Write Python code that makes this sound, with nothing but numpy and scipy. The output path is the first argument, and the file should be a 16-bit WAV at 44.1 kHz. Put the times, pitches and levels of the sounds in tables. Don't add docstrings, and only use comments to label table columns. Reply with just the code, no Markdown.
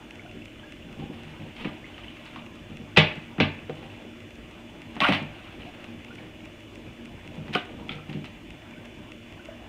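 import sys
import numpy as np
from scipy import signal
from scipy.io import wavfile
from scipy.ndimage import uniform_filter1d

SR = 44100
rng = np.random.default_rng(int(sys.argv[2]) if len(sys.argv) > 2 else 0)


def ratio_of_db(decibels):
    return 10 ** (np.asarray(decibels, float) / 20)


def store_wav(level_fs):
    pcm = np.round(np.clip(np.atleast_2d(level_fs), -1, 1) * 32767)
    wavfile.write(sys.argv[1], SR, pcm.T.astype(np.int16))


N = 427302

# (time [s], peak level [dB], body share [dB])
SNAPS = [(5.841, -38, 7), (2.2623, -34, -24), (2.3593, -30.5, 4), (3.696, -27, 6), (1.98, -31.5, 4),
         (4.9655, -29, 11), (7.481, -29.5, 5), (7.918, -30, -10), (8.096, -44, -13), (8.129, -33, -2),
         (8.243, -29.5, -2)]
SNAP_S, SNAP_EDGE_DB, SNAP_SHEEN_DB = 0.00095, -14, -32
# (time [s], peak level [dB], body share [dB], edge share [dB], length [s])
SLAPS = [(1.645, -27.5, 5, -32, 0.005), (1.65, -28, 8, -30, .003), (2.9618, -16.5, -3, -34, 0.01),
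         (2.9700, -2.5, -7.5, -23, 0.0043), (2.9735, -11, -7, -10, 0.009), (2.983, -12, -9, -20, 0.0023),
         (3.382, -29, 16, -24, .003), (3.399, -21, -5, -36, 0.0048), (3.4008, -8.5, -4, -26, 0.0026),
         (3.4042, -11.5, -8, -20, .0015), (7.892, -24, -11, -38, 0.00072)]
SLAP_SHEEN_DB = -54
# (time [s], peak level [dB], body share [dB], edge share [dB], length [s])
FLIPS = [
    (5.0035, -10.5, -2, -18, 0.0016),
    (5.035, -16.5, 10, -24, .0015),
    (5.045, -9.5, 6, -32, 0.002),
    (5.083, -30, -6, -22, .001),
    (5.086, -9.5, -3, -36, 0.00063),
    (5.123, -13, -2, -22, 0.0013),
    (5.135, -17, -3, -27, 0.0017),
    (5.147, -23, -20, -18, 0.0026),
    (7.535, -27, -1, -6, 0.0046),
    (7.549, -12.5, -7.5, -21, 0.0039),
]
FLIP_SHEEN_DB = -29.5
# (frequency [Hz], level per Hz [dB])
CARD = [(250, -39.5), (600, 7.5), (1200, -2.5), (1700, -3), (2300, 3), (2650, 6), (3150, 2), (4200, -10.5),
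        (6200, -25),
        (7600, -32), (8700, -26), (10500, -40), (12000, -38), (15600, -45)]
# (start [s], length [s], first level [dB], last level [dB], body share [dB])
RIFFLES = [
    (1.548, .097, -41, -38, -9),
    (5.01, .045, -21, -24, 5.5),
    (5.06, 0.08, -21, -43, 0),
    (5.14, 0.06, -35, -56, -18),
    (7.527, 0.0284, -34, -19.5, -11),
]
RIFFLE_EDGE_DB, RIFFLE_SHEEN_DB = -23, -27
# (time [s], peak level [dB], favoured pitch [Hz], rise [s])
THUMPS = [(0.348, -28.5, 286, 0.012), (0.989, -25, 156, 0.0067), (1.021, -23.5, 254, 0.011),
          (1.05, -37, 140, 0.008), (1.096, -22.5, 269, 0.0054), (1.26, -31.5, 143, 0.0071),
          (1.396, -28.5, 148, 0.012), (1.651, -18.5, 228, 0.0061), (2.693, -29.5, 219, 0.05),
          (2.797, -28, 210, 0.029), (2.976, -4.5, 151, 0.0067), (3.168, -27, 153, 0.0045),
          (3.385, -16, 217, 0.0056), (3.401, -10, 164, 0.011), (3.429, -10, 152, 0.0019),
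          (3.69, -23, 252, 0.033), (4.964, -28.5, 227, 0.0066), (5.009, -16, 243, 0.008),
          (5.087, -10, 223, 0.0022), (5.11, -12, 160, 0.0036), (5.216, -22.5, 172, 0.0074),
          (7.374, -25, 163, 0.024), (7.491, -24.5, 158, 0.0033), (7.551, -16, 360, 0.0027),
          (7.892, -23.5, 229, 0.041), (8.088, -24.5, 213, 0.015), (8.146, -20.5, 214, 0.049),
          (8.777, -33, 231, 0.008)]
# (time [s], peak level [dB], favoured pitch [Hz], rise [s])
KNOCKS = [
    (1.654, -29.5, 474, 0.0028),
    (2.972, -5.5, 554, .004),
    (2.987, -13.5, 480, 0.0072),
    (3.403, -9.5, 545, 0.0037),
    (3.693, -20, 460, 0.0031),
    (5.087, -12, 700, 0.0016),
    (7.553, -19, 760, 0.0017),
]
# (frequency [Hz], level [dB], t60 [s])
TABLE = [(96.5, -11.5, 0.42), (151.7, -1.5, 0.19), (204.7, 0.5, 0.11), (246.5, -3, 0.097), (295, -2.5, .12),
         (368.2, -3, 0.1), (462.2, -2, 0.077), (522.5, -4, 0.073), (611.7, -13.5, 0.19), (700, -16.5, 0.12),
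         (772.4, -8.5, 0.14)]
# (start [s], length [s], hiss level [dB], rumble level through the table [dB])
RUBS = [(0.883, .2, -47.5, -43.5), (1.096, 0.46, -43.5, -48.5), (1.57, 0.133, -40, -42),
        (1.717, 0.07, -43, -48), (1.83, 0.6, -40.5, -66), (2.544, 0.027, -42.5, -66),
        (2.655, 0.18, -53, -55), (3.749, 0.29, -42.5, -44), (4.887, 0.16, -45, -60),
        (5.31, 0.27, -41.5, -54), (5.584, 0.12, -42, -47), (5.697, 0.26, -46, -49.5),
        (5.966, 0.31, -48, -49.5), (7.213, 0.24, -47, -45.5), (7.45, 0.093, -44, -56),
        (7.684, .15, -49, -41), (7.853, 0.17, -48, -43), (8.058, 0.088, -42, -44), (8.24, .04, -42, -58)]
STROKE_EDGES, STROKE_SAG_DB = 0.19, 0.5
# (time [s], peak level [dB], frequency [Hz], length [s])
PIPS = [(0.25, -37.5, 700, 0.012), (0.259, -42, 1420, 0.0069), (.632, -41, 1620, 0.012),
        (1.016, -41, 787, 0.023), (1.338, -46, 950, 0.0077), (2.361, -27.5, 1030, 0.0026),
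        (2.9705, -12, 3210, 0.0038), (2.976, -12, 3450, 0.0072), (3.403, -28, 3930, 0.0076),
        (5.015, -16.5, 1109, 0.026), (5.039, -13, 1364, 0.013), (5.404, -44, 710, 0.0089),
        (5.659, -38.5, 688, 0.016), (6.105, -37.5, 1414, 0.0091), (6.464, -42, 606, .015),
        (7.317, -34.5, 590, 0.0084), (7.552, -17.5, 1432, 0.0084), (7.554, -19.5, 1173, .007),
        (7.553, -24.5, 703, 0.01), (7.55, -18, 2860, 0.003), (3.404, -22.5, 1565, 0.011),
        (3.41, -21, 2460, 0.0144), (7.555, -22, 366, 0.011), (7.817, -43, 950, 0.018),
        (7.8933, -19, 3190, 0.0012), (7.893, -29, 1300, 0.0044), (7.985, -36.5, 1260, .004),
        (8.756, -47, 1484, .018), (9.392, -41, 1450, 0.01), (9.486, -29, 615, 0.007)]
# (time [s], peak level [dB], frequency [Hz])
FLICKS = [(.194, -31.5, 2150), (0.2934, -37, 2650), (0.419, -33.5, 2640), (.595, -38, 3020),
          (0.823, -38, 2730), (1.336, -37, 2250), (1.8422, -32, 2050), (1.943, -35.5, 2930),
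          (2.0343, -35, 2900), (2.0812, -31, 2900), (2.391, -39, 2670), (3.5887, -32.5, 2500),
          (3.9, -36, 2630), (5.619, -35, 2900), (6.185, -34.5, 2230), (6.4443, -37, 2280),
          (7.892, -24, 2320), (8.736, -37, 2290)]
FLICK_S, PIP_GLIDE = 0.0035, 0.069
# (time [s], room share [dB])
REACH = [(0, -4), (2.9, -0.5), (3.4, -2), (4.9, -4), (5.12, 0), (7.5, -5), (7.9, -0.5), (9.7, 0)]
# (frequency [Hz], t60 [s])
ROOM = [(100, 0.043), (260, 0.54), (700, 0.34), (1840, 0.31), (4850, 0.19)]
SHARP = .1555, .3, [1, 16, 20, 21, 22, 23, 27, 29, 31], [0, 7, 8, 10, 12, 14, 21.5, 24, 25, 26]
DULL = .1075, .1024, [0, 6, 26, 46, 50, 56, 58, 70, 82, 88], [2, 8, 11, 23, 40, 41, 43, 75.94, 78, 84, 90]
SHARP_DB, SHARP_RING_DB, DULL_DB, DULL_RING_DB, WEAK_DB = -41, 8.5, -41.5, 11, -4
# (frequency [Hz], width [Hz], level [dB])
FAN = [(54.6, 8.3, -57.5), (101.8, 13, -54.5), (233.2, 4.7, -51.5), (315.5, 23, -53.5), (355, 11.5, -59.5),
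       (606, 51, -59), (2380, 300, -61.5), (2900, 320, -58.5)]
# (frequency [Hz], level per Hz [dB])
AIR = [(20, -27), (45, -10.5), (130, -4), (300, -4.5), (450, -10.5), (1250, -19.5), (2600, -17.5),
       (3400, -26), (4400, -33), (6600, -32.5), (9500, -40), (10500, -44.5), (11500, -42), (15700, -45.5)]
AIR_DB = -46
WHINE_GAPS = .50, .989
WHINE_HZ, WHINE_DB = 3450, -66


def evened(x):
    return x / np.sqrt(np.mean(x ** 2) + 1e-20)


def read(points, hz):
    f, value = np.transpose(points)
    return np.interp(np.log(hz + 1), np.log(f + 1), value)


def add(mix, s, sound):
    part = mix[round(s * SR):][:len(sound)]
    part += sound[:len(part)]


def band(x, lo_hz, hi_hz, order=2):
    return signal.sosfilt(signal.butter(order, [lo_hz, hi_hz], "band", fs=SR, output="sos"), x)


def resonate(x, hz, width):
    r = np.exp(-np.pi * width / SR)
    return signal.lfilter([1 - r], [1, -2 * r * np.cos(2 * np.pi * hz / SR), r * r], x)


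def card_colour(drive, body_db, edge_db, sheen_db):
    level_db = np.maximum(read(CARD, abs(np.fft.fftfreq(2048, 1 / SR))), -100)
    log_gain = np.log(ratio_of_db(level_db))
    phase = -signal.hilbert(log_gain).imag
    taps = np.fft.ifft(np.exp(log_gain + 1j * phase)).real[:1024]
    x = signal.oaconvolve(drive, taps)[:len(drive)]
    body = evened(band(x, 650, 1880))
    crack = evened(band(x, 1650, 6000))
    edge = evened(band(x, 4600, 8160))
    sheen = evened(band(x, 8000, 19000, order=4))
    return crack - ratio_of_db(body_db) * body - ratio_of_db(edge_db) * edge + ratio_of_db(sheen_db) * sheen


def crackle(count, per_s, spread_db):
    sign_and_size = rng.standard_normal(count)
    uneven = ratio_of_db(spread_db * rng.exponential(1, count).clip(0, 4))
    return sign_and_size * uneven * (rng.random(count) < per_s / SR)


def snaps():
    near, far = np.zeros(N), np.zeros(N)
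    t = np.arange(1600) / SR
    impulse = 1. * (t == 0)
    rows = [(s, db, body_db, length, edge_db, SLAP_SHEEN_DB) for s, db, body_db, edge_db, length in SLAPS]
    rows += [(s, db, body_db, length, edge_db, FLIP_SHEEN_DB) for s, db, body_db, edge_db, length in FLIPS]
    rows += [(*row, SNAP_S, SNAP_EDGE_DB, SNAP_SHEEN_DB) for row in SNAPS]
    noises = rng.standard_normal((len(rows), len(t)))
    for (s, db, body_db, length, edge_db, sheen_db), noise in zip(rows, noises):
        u = t / length
        burst = noise * np.exp(-u) * (1 - np.exp(-5.0 * u))
        crack = card_colour(burst, body_db, edge_db, sheen_db)
        size = ratio_of_db(db + 0.5) / abs(crack).max()
        add(near, s, size * crack)
        add(far, s, size * card_colour(impulse, body_db, edge_db, sheen_db))
    return near, far


def riffle():
    out, clicks = np.zeros(N), crackle(N, 3000, 2.1)
    for s, length, first_db, last_db, body_db in RIFFLES:
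        count = round(length * SR)
        run = card_colour(clicks[round(s * SR):][:count], body_db, RIFFLE_EDGE_DB, RIFFLE_SHEEN_DB)
        swell = ratio_of_db(np.linspace(first_db, last_db, count) - 9.5)
        add(out, s, swell * run * signal.windows.tukey(count, .15))
    return out


def thumps():
    out, t = np.zeros(N), np.arange(SR // 3) / SR
    blows = THUMPS + KNOCKS
    hz, db, t60 = np.transpose(TABLE)[..., None]
    chance = rng.random((len(blows), 2, len(TABLE), 1))
    for (s, peak_db, spot_hz, rise), (detune, phase) in zip(blows, chance):
        near_db = -9.0 * abs(np.log2(hz / spot_hz))
        mode_hz = hz * (1 + 0.05 * (detune - .5))
        modes = ratio_of_db(db + near_db - 60 * t / t60) * np.sin(2 * np.pi * (mode_hz * t + phase))
        ring = modes.sum(0) * (1 - np.exp(-t / rise))
        add(out, s, ratio_of_db(peak_db - 4.5) * ring / abs(ring).max())
    return out


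def rubs():
    clumps = ratio_of_db(3.5 * evened(uniform_filter1d(rng.standard_normal(N), 700)))
    grit = evened(clumps * crackle(N, 6000, 2.2))
    low = evened(sum(ratio_of_db(db) * evened(resonate(grit, hz, 2.0 / t60)) for hz, db, t60 in TABLE))
    hiss = card_colour(grit, -2, -40.0, -22)
    press = np.zeros((N, 2))
    for s, length, hiss_db, low_db in RUBS:
        count = round(length * SR)
        stroke = signal.windows.tukey(count, STROKE_EDGES) * ratio_of_db(np.linspace(0, STROKE_SAG_DB, count))
        add(press, s, stroke[:, None] * ratio_of_db([hiss_db - 15, low_db - 6.0]))
    return press[:, 0] * hiss + press[:, 1] * low


def pips():
    out, t = np.zeros(N), np.arange(SR // 8) / SR
    for s, db, hz, length in PIPS + [(*row, FLICK_S) for row in FLICKS]:
        u = t / max(length, .0015)
        shape = 2 * np.e * u * np.exp(-2 * u)
        cycles = hz * np.cumsum(1 + PIP_GLIDE * (u - .5)) / SR
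        add(out, s, ratio_of_db(db - 5) * shape * np.sin(2 * np.pi * cycles))
    return out


def fidget():
    grains = crackle(N, 140, 1.5)
    grain_noise = rng.standard_normal(90) * np.hanning(90)
    creaks = signal.oaconvolve(grains, grain_noise)[:N]
    return ratio_of_db(-70.5) * card_colour(creaks, 2.5, -24, -32)


def room(x):
    out, now = np.zeros(N), np.arange(N) / SR
    x = x * ratio_of_db(np.interp(now, *np.transpose(REACH)))
    for k in range(3):
        taps = np.zeros(SR // 2)
        at = np.arange(120, len(taps) - 20, 20)
        taps[at + rng.integers(0, 20, len(at))] = rng.choice([-1., 1.], len(at))
        hz, t, z = signal.stft(taps, SR, nperseg=256)
        clumps = evened(uniform_filter1d(uniform_filter1d(rng.standard_normal(z.shape), 4, 0), 3, 1))
        fall_db = 60 * t / read(ROOM, hz)[:, None]
        decay = ratio_of_db(-fall_db) + ratio_of_db(-22.5 - 0.3 * fall_db)
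        tail = signal.istft(z * ratio_of_db(3.0 * clumps) * decay, SR, nperseg=256)[1]
        turn = np.sqrt(2 / 3) * np.cos(np.pi * (now * 2.3 + k / 3))
        out += signal.oaconvolve(x * turn, tail / np.linalg.norm(tail))[:N]
    return out


def ticks():
    click, ring = np.zeros(N), np.zeros(N)
    tick_series = (SHARP, SHARP_DB, SHARP_RING_DB, .6), (DULL, DULL_DB, DULL_RING_DB, 0)
    for (first, period, strong, weak), top_db, ring_db, lead in tick_series:
        for beat in strong + weak:
            s = first + beat * period
            db = top_db + WEAK_DB * (beat in weak) + rng.standard_normal()
            add(click, s + 0.00059, ratio_of_db([db]))
            add(click, s - .0035, lead * ratio_of_db([db]))
            add(ring, s + 0.001007, ratio_of_db([db + ring_db]))
            add(ring, s + 0.00247, ratio_of_db([db + ring_db]))
    rung = resonate(ring, 2400, 460) + resonate(ring, 2600, 310)
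    return ratio_of_db(12.0) * band(click, 3400, 8000) + ratio_of_db(15.0) * band(rung, 1300, 4900)


def fan_wash():
    frames, hz = N // 256 + 5, np.fft.rfftfreq(1024, 1 / SR)
    a, b, patches = rng.standard_normal((frames, 513, 3)).T
    patches = evened(uniform_filter1d(uniform_filter1d(patches, 10, 0), 12, 1))
    patch_db = 3.1 * patches / (1 + (hz[:, None] / 4000) ** 2)
    z = (a + 1j * b) * ratio_of_db(read(AIR, hz)[:, None] + patch_db)
    return ratio_of_db(AIR_DB - 2.0) * evened(signal.istft(z, nperseg=1024, noverlap=768)[1][:N])


def fan_hum():
    hum = np.zeros(N)
    for hz, width, db in FAN:
        tone = resonate(rng.standard_normal(N), hz, width)
        hum += ratio_of_db(db) * evened(band(tone, 0.67 * hz, 1.193 * hz, order=1))
    return hum


def whine():
    t = np.arange(N) / SR
    first, period = WHINE_GAPS
    cycle = (t - first) / period
    gate = 1 - 1.3 * np.exp(-((cycle - np.round(cycle)) / .022) ** 2)
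    return ratio_of_db(WHINE_DB + 4.5) * gate * np.sin(2 * np.pi * WHINE_HZ * t)


def scene():
    near, far = snaps()
    run, table = riffle(), thumps()
    small = rubs() + pips() + fidget()
    wet = room(ratio_of_db(2.0) * far + ratio_of_db(-4.5) * run + ratio_of_db(-4.0) * small + ratio_of_db(-12.5) * table)
    laptop = ticks() + fan_wash() + fan_hum() + whine()
    return (near + run + small + table + wet + laptop)[None]


def roll_off(x):
    return signal.sosfilt(signal.butter(12, 16460, fs=SR, output="sos"), x)


def record(dry):
    held = 1.2 * np.tanh(dry / 1.2)
    low_pass = signal.firwin(801, 15720, window=("kaiser", 9), fs=SR)
    finished = signal.oaconvolve(held, low_pass[None], "same")
    return roll_off(finished)


dry = scene()
out = record(dry)
store_wav(out)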